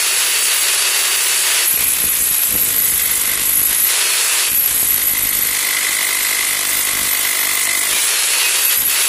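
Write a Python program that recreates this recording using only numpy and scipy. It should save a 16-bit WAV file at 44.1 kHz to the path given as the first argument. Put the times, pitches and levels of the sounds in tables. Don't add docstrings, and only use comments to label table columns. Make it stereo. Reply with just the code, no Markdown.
import sys
import numpy as np
from scipy import signal
from scipy.fft import rfft, irfft, next_fast_len
from scipy.io import wavfile
from scipy.ndimage import uniform_filter1d, minimum_filter1d, map_coordinates

SR = 44100
rng = np.random.default_rng(int(sys.argv[2]) if len(sys.argv) > 2 else 0)


def to_linear_factor(level_db):
    exponent = np.asarray(level_db, float) / 20
    return 10 ** exponent


def output_pcm(signal):
    pcm = np.clip(np.atleast_2d(signal).T, -1, 1) * 32767
    wavfile.write(sys.argv[1], SR, np.round(pcm).astype(np.int16))


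N = 400428
T = np.arange(N) / SR

# time_s, speed_turns_per_s
CRANK_SPEED = [(0, 62.6), (.4, 64.8), (1.62, 65.5), (2.3, 56.5), (2.65, 55), (2.8, 51.3), (3, 50.5),
               (3.62, 50.4), (3.92, 59.3), (4.15, 62.6), (4.5, 64.5), (4.95, 53), (5.3, 50.1), (7.82, 50),
               (8.09, 58.9), (8.32, 62.7), (8.76, 64.9), (9.08, 64)]
# time_s, load_0_to_1
BEARING_LOAD = [(0, 0), (1.6, 0.22), (1.7, 0.4), (2.6, 0.51), (2.9, 0.45), (3.65, 0.67), (3.88, 0.13),
                (4.46, 0.1), (4.52, 0.42), (5, 0.66), (5.3, 0.64), (7.85, 0.87), (8, 0.27), (8.72, 0.18),
                (8.78, 0.4), (8.88, 0.45), (8.92, 0), (9.08, 0.46)]


def unit(x):
    return x / np.sqrt(np.mean(x ** 2) + 1e-20)


def along(points, hz):
    f, v = np.transpose(points)
    return np.interp(np.log(hz + 1), np.log(f + 1), v)


def curves(rows):
    s, *cols = np.transpose(rows)
    return [np.interp(T, s, c) for c in cols]


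def wobble(rate):
    knots = rng.standard_normal(int(N * rate / SR) + 4)
    return map_coordinates(knots, [T * rate])


def noise():
    return rng.standard_normal((2, N))


def drift(depth, rate):
    direct = depth * wobble(rate)
    scattered = depth * wobble(rate) + np.pi * wobble(rate / 4)
    return np.array([direct, scattered])


def filtered(x, response):
    m = next_fast_len(N + 8192)
    return irfft(rfft(x, m) * response(np.fft.rfftfreq(m, 1 / SR)), m)[..., :N]


def coloured(x, spectrum):
    return unit(filtered(x, lambda hz: to_linear_factor(along(spectrum, hz))))


def resonant(x, modes):
    def bank(f):
        total = 0
        for k, (centre, width, db) in enumerate(modes):
            damping = 1j * f * width
            total = total + (-1) ** k * to_linear_factor(db) * damping / (centre * centre - f * f + damping)
        return total
    return unit(filtered(x, bank))


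def power_sum(*dbs):
    return 10 * np.log10(sum(to_linear_factor(2 * db) for db in dbs))


def spells(rows, rise, fall):
    t = T[::64]
    s, length, *cols = (c[:, None] for c in np.transpose(rows))
    loss = rise * np.clip(s - t, 0, 1) + fall * np.clip(t - s - length, 0, 1)
    return [np.interp(T, t, power_sum(*(c - loss))) for c in cols]


def blend(values, touch, depth):
    free, bearing, sunk = values
    return free + touch * (bearing - free + depth * (sunk - bearing))


def crank():
    beats = [2.8776, 3.1338, 3.3736, 3.631, 5.1314, 5.3684, 5.8688, 6.369, 6.8698, 7.1304, 7.6316]
    turns = np.cumsum(curves(CRANK_SPEED)[0]) / SR
    at = np.interp(beats, T, turns)
    error = np.unwrap(at - np.round(at), period=1)
    return turns - np.interp(T, beats, error)


def speed_lag():
    return curves(CRANK_SPEED)[0] - max(v for _, v in CRANK_SPEED)


def beat(turns, late, sharp):
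    return unit(np.exp(sharp * (np.cos(2 * np.pi * (turns - late)) - 1)))


def stroke_throb(turns, load):
    return 1 + (0.1 + 0.33 * load) * beat(turns, late=0.15, sharp=3.5)


def blows(turns, late, scatter_db):
    hit = np.diff(np.floor(turns - late), prepend=0) > 0
    scattered = .2 + .7 * wobble(3)
    return hit * to_linear_factor(scatter_db * wobble(40)) * np.array([np.ones(N), scattered])


def rattle(rate, spread_db):
    contact = rng.random(N) < rate / SR
    return contact * to_linear_factor(spread_db * rng.standard_normal(N)) * rng.choice([-1, 1], N)


def state():
    # start_s, length_s
    contact = [
        (1.67, 2.21),
        (4.51, 3.37),
        (8.78, 0.091),
    ]
    # time_s, depth_0_to_1
    sink = [(1.66, 0), (2.6, 0.04), (3.3, 0.47), (3.42, 0.21), (3.86, .15), (4.5, 0), (4.9, 0.19),
            (5.3, 0.63), (5.7, 1), (6.4, 1), (7, 0.69), (7.6, 0.98), (7.9, 0.98), (8.1, 0.1)]
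    # start_s, length_s, upper_ring_db, lower_ring_db
    clangs = [(.16, .03, -34, -18), (.59, 0.035, -26, -18), (1.66, 0.038, -19.5, -14),
              (1.88, 0.031, -17, -14), (2.03, 0.1, -19.5, -18), (2.22, 0.17, -19, -16.5),
              (2.45, 0.19, -19, -21), (2.74, 0.059, -18, -28), (2.86, .08, -19, -15),
              (3.03, 0.25, -25, -18), (3.45, 0.079, -19, -18), (3.55, 0.13, -15.5, -14),
              (3.77, 0.08, -20.5, -16), (4.5, 0.018, -17.5, -25), (4.56, .07, -14.5, -19),
              (4.78, 0.063, -16.5, -12.5), (4.88, 0.12, -17.5, -27), (5.04, 0.11, -15, -22),
              (5.2, 0.29, -19, -41), (8.46, .03, -26, -40), (8.66, 0.027, -15, -28),
              (8.77, 0.022, -21, -28), (8.84, 0.034, -18.5, -19.5), (9.04, 0.046, -32, -17)]
    lift_s = .04
    touch = sum(np.clip(1 + np.minimum(T - s, s + length - T) / lift_s, 0, 1) for s, length in contact)
    depth = np.clip(curves(sink)[0], 0, 1)
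    upper, lower = spells(clangs, rise=200, fall=157)
    upper = power_sum(upper, blend((-41.5, -21, -28.5), touch, depth ** 2))
    lower = power_sum(lower, blend((-21, -25, -31), touch, depth ** 2))
    knee_db, slope, load_db = -24, 0.44, 3.5
    duck = -slope * power_sum(0, upper - knee_db) - load_db * touch
    return touch, depth, upper, lower, duck


def cooling_air(turns, load, duck):
    # frequency_hz, level_db_per_hz
    air_spectrum = [(120, -61), (200, -41), (235, -44), (323, -16.5), (378, -11), (800, -14), (938, -8),
                    (1030, -8.5), (1950, -2.5), (2320, -3), (2770, -3), (3990, -2), (4470, -3.5),
                    (4840, -3), (9000, -5.5), (11700, -3.5), (19800, -120)]
    # start_s, length_s, roar_db
    slaps = [
        (.67, 0.015, -24),
        (1.5, 0.21, -23.5),
        (4.2, .22, -26),
        (8.02, 0.23, -35),
        (8.71, .02, -19.5),
        (1.8, .04, -24.5),
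        (1.96, .04, -27),
        (3.71, 0.034, -21),
        (3.87, 0.027, -20),
        (8.93, 0.041, -31),
    ]
    roar_db = power_sum(-20, *spells(slaps, 150, 200)) + duck
    flutter_db = 0.94 * wobble(90) + 0.12 * wobble(19)
    air = coloured(noise() * stroke_throb(turns, load) * to_linear_factor(flutter_db), air_spectrum)
    return to_linear_factor(roar_db + 3.5) * air


def fan(turns, touch, depth):
    blades, wheel_teeth, pinion_teeth = 12, 41, 7
    fan_db = blend((-34, -51, -44), touch, depth) + .3 * speed_lag() * (1 - touch)
    fan_db = fan_db + .8 * wobble(4) + 1.6 * wobble(16)
    tone = np.sin(2 * np.pi * blades * wheel_teeth / pinion_teeth * turns + .15 * wobble(12))
    direct_and_scattered = np.array([[1], [.3]])
    return to_linear_factor(fan_db + 8.5) * tone * to_linear_factor(1.1 * wobble(14)) * direct_and_scattered


def gear_train(turns, touch, depth):
    # crank_order, level_db
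    gears = [(19, -16), (39, -6), (40, -3), (42, -2), (44, -2), (80, -13), (82, -14), (85, -13)]
    gear_db = blend((-31, -48.5, -61), touch, depth) + 0.2 * speed_lag() * (1 - touch)
    tones = 0
    for order, db in gears:
        level = to_linear_factor(db - 3.5 + 2 * wobble(5) + 4 * wobble(22))
        tones = tones + level * np.sin(2 * np.pi * order * turns + drift(.8, 30))
    return to_linear_factor(gear_db + 2.5) * tones


def barrel(turns, load, touch, depth):
    # frequency_hz, width_hz, level_db
    barrel_modes = [(2038, 170, 2.5), (2510, 88, -5), (4210, 560, -4.5)]
    faint_db, sunk_db = -52, -26
    barrel_db = power_sum(faint_db, sunk_db + 17 * np.log10(depth + 0.00093))
    barrel_db = barrel_db - 25 * (1 - touch) + 0.68 * wobble(2.957)
    strikes = unit(blows(turns, late=-0.091, scatter_db=1.8))
    drive = strikes + .3 * stroke_throb(turns, load) * noise()
    bite = resonant(resonant(drive, barrel_modes), barrel_modes)
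    return to_linear_factor(barrel_db + 1.0) * bite


def collar(turns, load, touch, depth):
    modes = [(2500, 520, 0)]  # frequency_hz, width_hz, level_db
    skating = touch * np.clip(1 - 5 * depth, 0, 1)
    tone = resonant(resonant(stroke_throb(turns, load) * noise(), modes), modes)
    return skating * to_linear_factor(-36 + 3.3 * wobble(7)) * tone


def cracks():
    # time_s, peak_db
    lumps = [
        (1.74, -25),
        (2.04, -21),
        (2.31, -26),
        (2.554, -19.5),
        (2.679, -26),
        (4.829, -20.5),
        (7.029, -30),
        (8.828, -33),
    ]
    # frequency_hz, width_hz, level_db
    lump_modes = [(60, 60, -3), (170, 180, 1), (450, 640, -5.5)]
    jolts = np.zeros((2, N))
    for s, db in lumps:
        jolts[:, round(s * SR)] = to_linear_factor(db) * np.array([1, .6])
    knock = resonant(jolts, lump_modes)
    return to_linear_factor(-15) * knock / np.abs(knock).max()


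def slab(turns, load, touch, depth, duck):
    # start_s, length_s, thump_db
    heaves = [(.62, .28, -55), (1.78, .14, -37.5), (2.04, 0.024, -31.5), (2.2, 0.052, -35.5),
              (2.29, 0.033, -39), (2.53, 0.042, -30), (2.63, 0.32, -35.5), (2.95, 0.77, -39),
              (3.8, 0.035, -40), (4.52, .08, -40), (4.7, 0.24, -38), (4.95, 0.572, -39.5),
              (6.65, 0.17, -45), (6.92, .04, -42), (7.01, .06, -39), (7.88, .06, -45), (8.8, .07, -39.5)]
    # frequency_hz, level_db_per_hz
    thud_spectrum = [(15, -35), (25, -21), (49, 3.5), (75, 0.5), (303, -4), (361, -11), (500, -4),
                     (650, -40), (1100, -120)]
    # frequency_hz, width_hz, level_db
    knock_modes = [(303, 67, -6.5), (478, 14, -21), (667, 54, -1), (1075, 126, 3.5), (1365, 290, -2)]
    heave_db, = spells(heaves, rise=254, fall=208)
    thump_db = power_sum(heave_db, blend((-59.5, -46, -50), touch, depth)) + 0.51 * wobble(10)
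    knock_db = power_sum(heave_db - 5.5, -26.5 + duck)
    push = unit(blows(turns, late=0.311, scatter_db=3.0)) * load + 0.62 * noise()
    rap = unit(blows(turns, late=0.1456, scatter_db=1.5)) * load + 0.3 * noise()
    thump = to_linear_factor(thump_db - 3.5) * coloured(push, thud_spectrum)
    return thump + to_linear_factor(knock_db - 5.5) * load * resonant(rap, knock_modes)


def grit(turns, load, duck):
    # frequency_hz, level_db_per_hz
    grit_spectrum = [(3000, -19), (5000, -12), (6500, -2.5), (8000, 3), (10000, 4), (11000, 3),
                     (12000, -0.5), (16000, -6)]
    grit_db = -22 + 0.34 * duck
    bursts = 1 + .9 * load * beat(turns, late=.14, sharp=4) * to_linear_factor(3 * wobble(45))
    hiss = noise() * bursts * to_linear_factor(1.75 * wobble(110) + 2.0 * wobble(20))
    return to_linear_factor(grit_db + 3.5) * coloured(hiss, grit_spectrum)


def ring(kicks, hz, clear, t60, choked_t60):
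    kicks = kicks * np.exp(2j * np.pi * rng.random((2, N)))
    free, choked = (signal.lfilter([1], [1, -to_linear_factor(-60 / life / SR)], kicks) for life in (t60, choked_t60))
    swing = clear * free / free.real.std() + (1 - clear) * choked / choked.real.std()
    return (swing * np.exp(2j * np.pi * np.cumsum(hz) / SR)).real


def chisel(turns, load, touch, depth, upper_db, lower_db):
    # frequency_hz, width_hz, level_db
    shank_modes = [(6660, 60, -8), (7700, 70, -5), (10430, 50, 0), (10710, 40, -2)]
    upper_db = upper_db + 3.2 * wobble(14)
    lower_db = lower_db + 0.67 * wobble(12)
    upper_hz = 11740 + 180 * depth
    lower_hz = blend((10930, 10800, 10800 + 600), touch, depth)
    struck = np.maximum(touch, np.clip((upper_db + 28) / 8, 0, 1))
    clear = blend((.3, .9, .15), struck, depth ** 2)

    def kicks():
        return 5 * load * blows(turns, late=.1, scatter_db=3.5)[0] + rattle(rate=390, spread_db=2.5)

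    upper = to_linear_factor(upper_db + 1.0) * ring(kicks(), upper_hz, clear, t60=0.023, choked_t60=0.0078)
    lower = to_linear_factor(lower_db - 3.5) * ring(kicks(), lower_hz, clear, t60=.016, choked_t60=.004)
    shank = resonant(np.array([kicks(), kicks()]), shank_modes)
    return upper + lower + to_linear_factor(lower_db - 4.5) * (1.15 - load) * shank


def scene():
    # frequency_hz, correlation
    likeness = [(60, 0.45), (130, 0.21), (290, 0.89), (640, 0.7), (1410, 0.25), (3100, 1), (6820, 0.1),
                (12000, 0.052)]
    # frequency_hz, difference_db
    lean_points = [(60, 5.5), (150, 8), (300, 4.5), (700, 3.5), (1300, 4), (2400, 1.5), (5000, 2),
                   (8000, -0.5), (10300, 0), (11200, 3.5), (11900, 11), (15000, 31)]
    turns = crank()
    load = np.clip(curves(BEARING_LOAD)[0], 0, 1)
    touch, depth, upper_db, lower_db, duck = state()

    pair = cooling_air(turns, load, duck) + fan(turns, touch, depth) + gear_train(turns, touch, depth)
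    pair = pair + barrel(turns, load, touch, depth) + collar(turns, load, touch, depth)
    pair = pair + cracks() + slab(turns, load, touch, depth, duck)
    pair = pair + grit(turns, load, duck) + chisel(turns, load, touch, depth, upper_db, lower_db)

    def share(hz):
        angle = np.arccos(np.clip(along(likeness, hz), -1, 1)) / 2
        return np.array([np.cos(angle), np.sin(angle)])

    def ports(hz):
        sign = np.array([[1], [-1]])
        lag = np.exp(-1j * np.pi * hz * 6e-5 * sign)
        return lag * to_linear_factor(along(lean_points, hz) / 2 * sign)

    mid, side = filtered(pair, share)
    return to_linear_factor(3.0) * filtered(np.array([mid + side, mid - side]), ports)


def limiter(pair):
    need = np.minimum(1, .86 / (np.abs(pair) + 1e-9))
    return pair * uniform_filter1d(minimum_filter1d(need, size=60), size=60)


def sparse_bands(pair):
    # start_s, length_s, share_near_13.6_khz, share_near_15_khz
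    scraps = [
        (0, 1.66, 0.28, .6),
        (1.734, 0.48, .01, 0.38),
        (2.55, 0.62, .03, 0.53),
        (3.813, 0.59, .5, 0.5),
        (5.598, 0.57, 0.32, .3),
        (6.65, 1.23, 0.19, 0.42),
        (7.903, 0.68, 0.53, 0.36),
        (8.905, 0.17, .4, 0.8),
    ]
    hz, t, z = signal.stft(pair, SR, nperseg=1024)

    def spell(col):
        total = 0.033
        for row in scraps:
            inside = np.minimum(t - row[0], row[0] + row[1] - t)
            total = total + row[col] * np.clip(1 + inside / 0.07, 0, 1)
        return total

    def centre(at_hz, width):
        return np.exp(-((hz[:, None] - at_hz) / width) ** 4)

    def lots(bins, hops):
        draws = rng.random((len(hz), len(t) // hops + 1))
        return np.kron(draws, np.ones((bins, hops)))[:len(hz), :len(t)]

    def near(bins, hops):
        return uniform_filter1d(uniform_filter1d(np.abs(z) ** 2, bins, axis=1), hops, axis=2)

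    share = .14 * centre(12250, 250) + spell(col=2) * centre(13650, 550) + spell(col=3) * centre(14970, 420)
    kept = (lots(6, 3) < share) | (hz[:, None] < 12050)
    usual = np.exp(uniform_filter1d(np.log(np.abs(near(4, 9)) + 1e-18), 40, axis=1))
    masked = (.52 + .12 * np.interp(t, *np.transpose(BEARING_LOAD))) * centre(5300, 3300)
    kept = kept & (near(3, 4) >= masked * usual)
    return signal.istft(z * kept, SR, nperseg=1024)[1][:, :N]


def low_pass(x):
    return signal.sosfilt(signal.butter(12, 15980, fs=SR, output="sos"), x)


def record(dry):
    # frequency_hz, level_db
    edge = [(11990, 0.5), (12030, 6), (12070, -17), (13000, -52), (14300, -3.5), (15000, 2.5), (15900, -26)]
    left, right = limiter(dry)
    pair = filtered(np.array([left + right, left - right]) / 2, lambda hz: to_linear_factor(along(edge, hz)))
    mid, side = sparse_bands(pair)
    return low_pass(np.array([mid + side, mid - side]))


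dry = scene()
out = record(dry)
output_pcm(out)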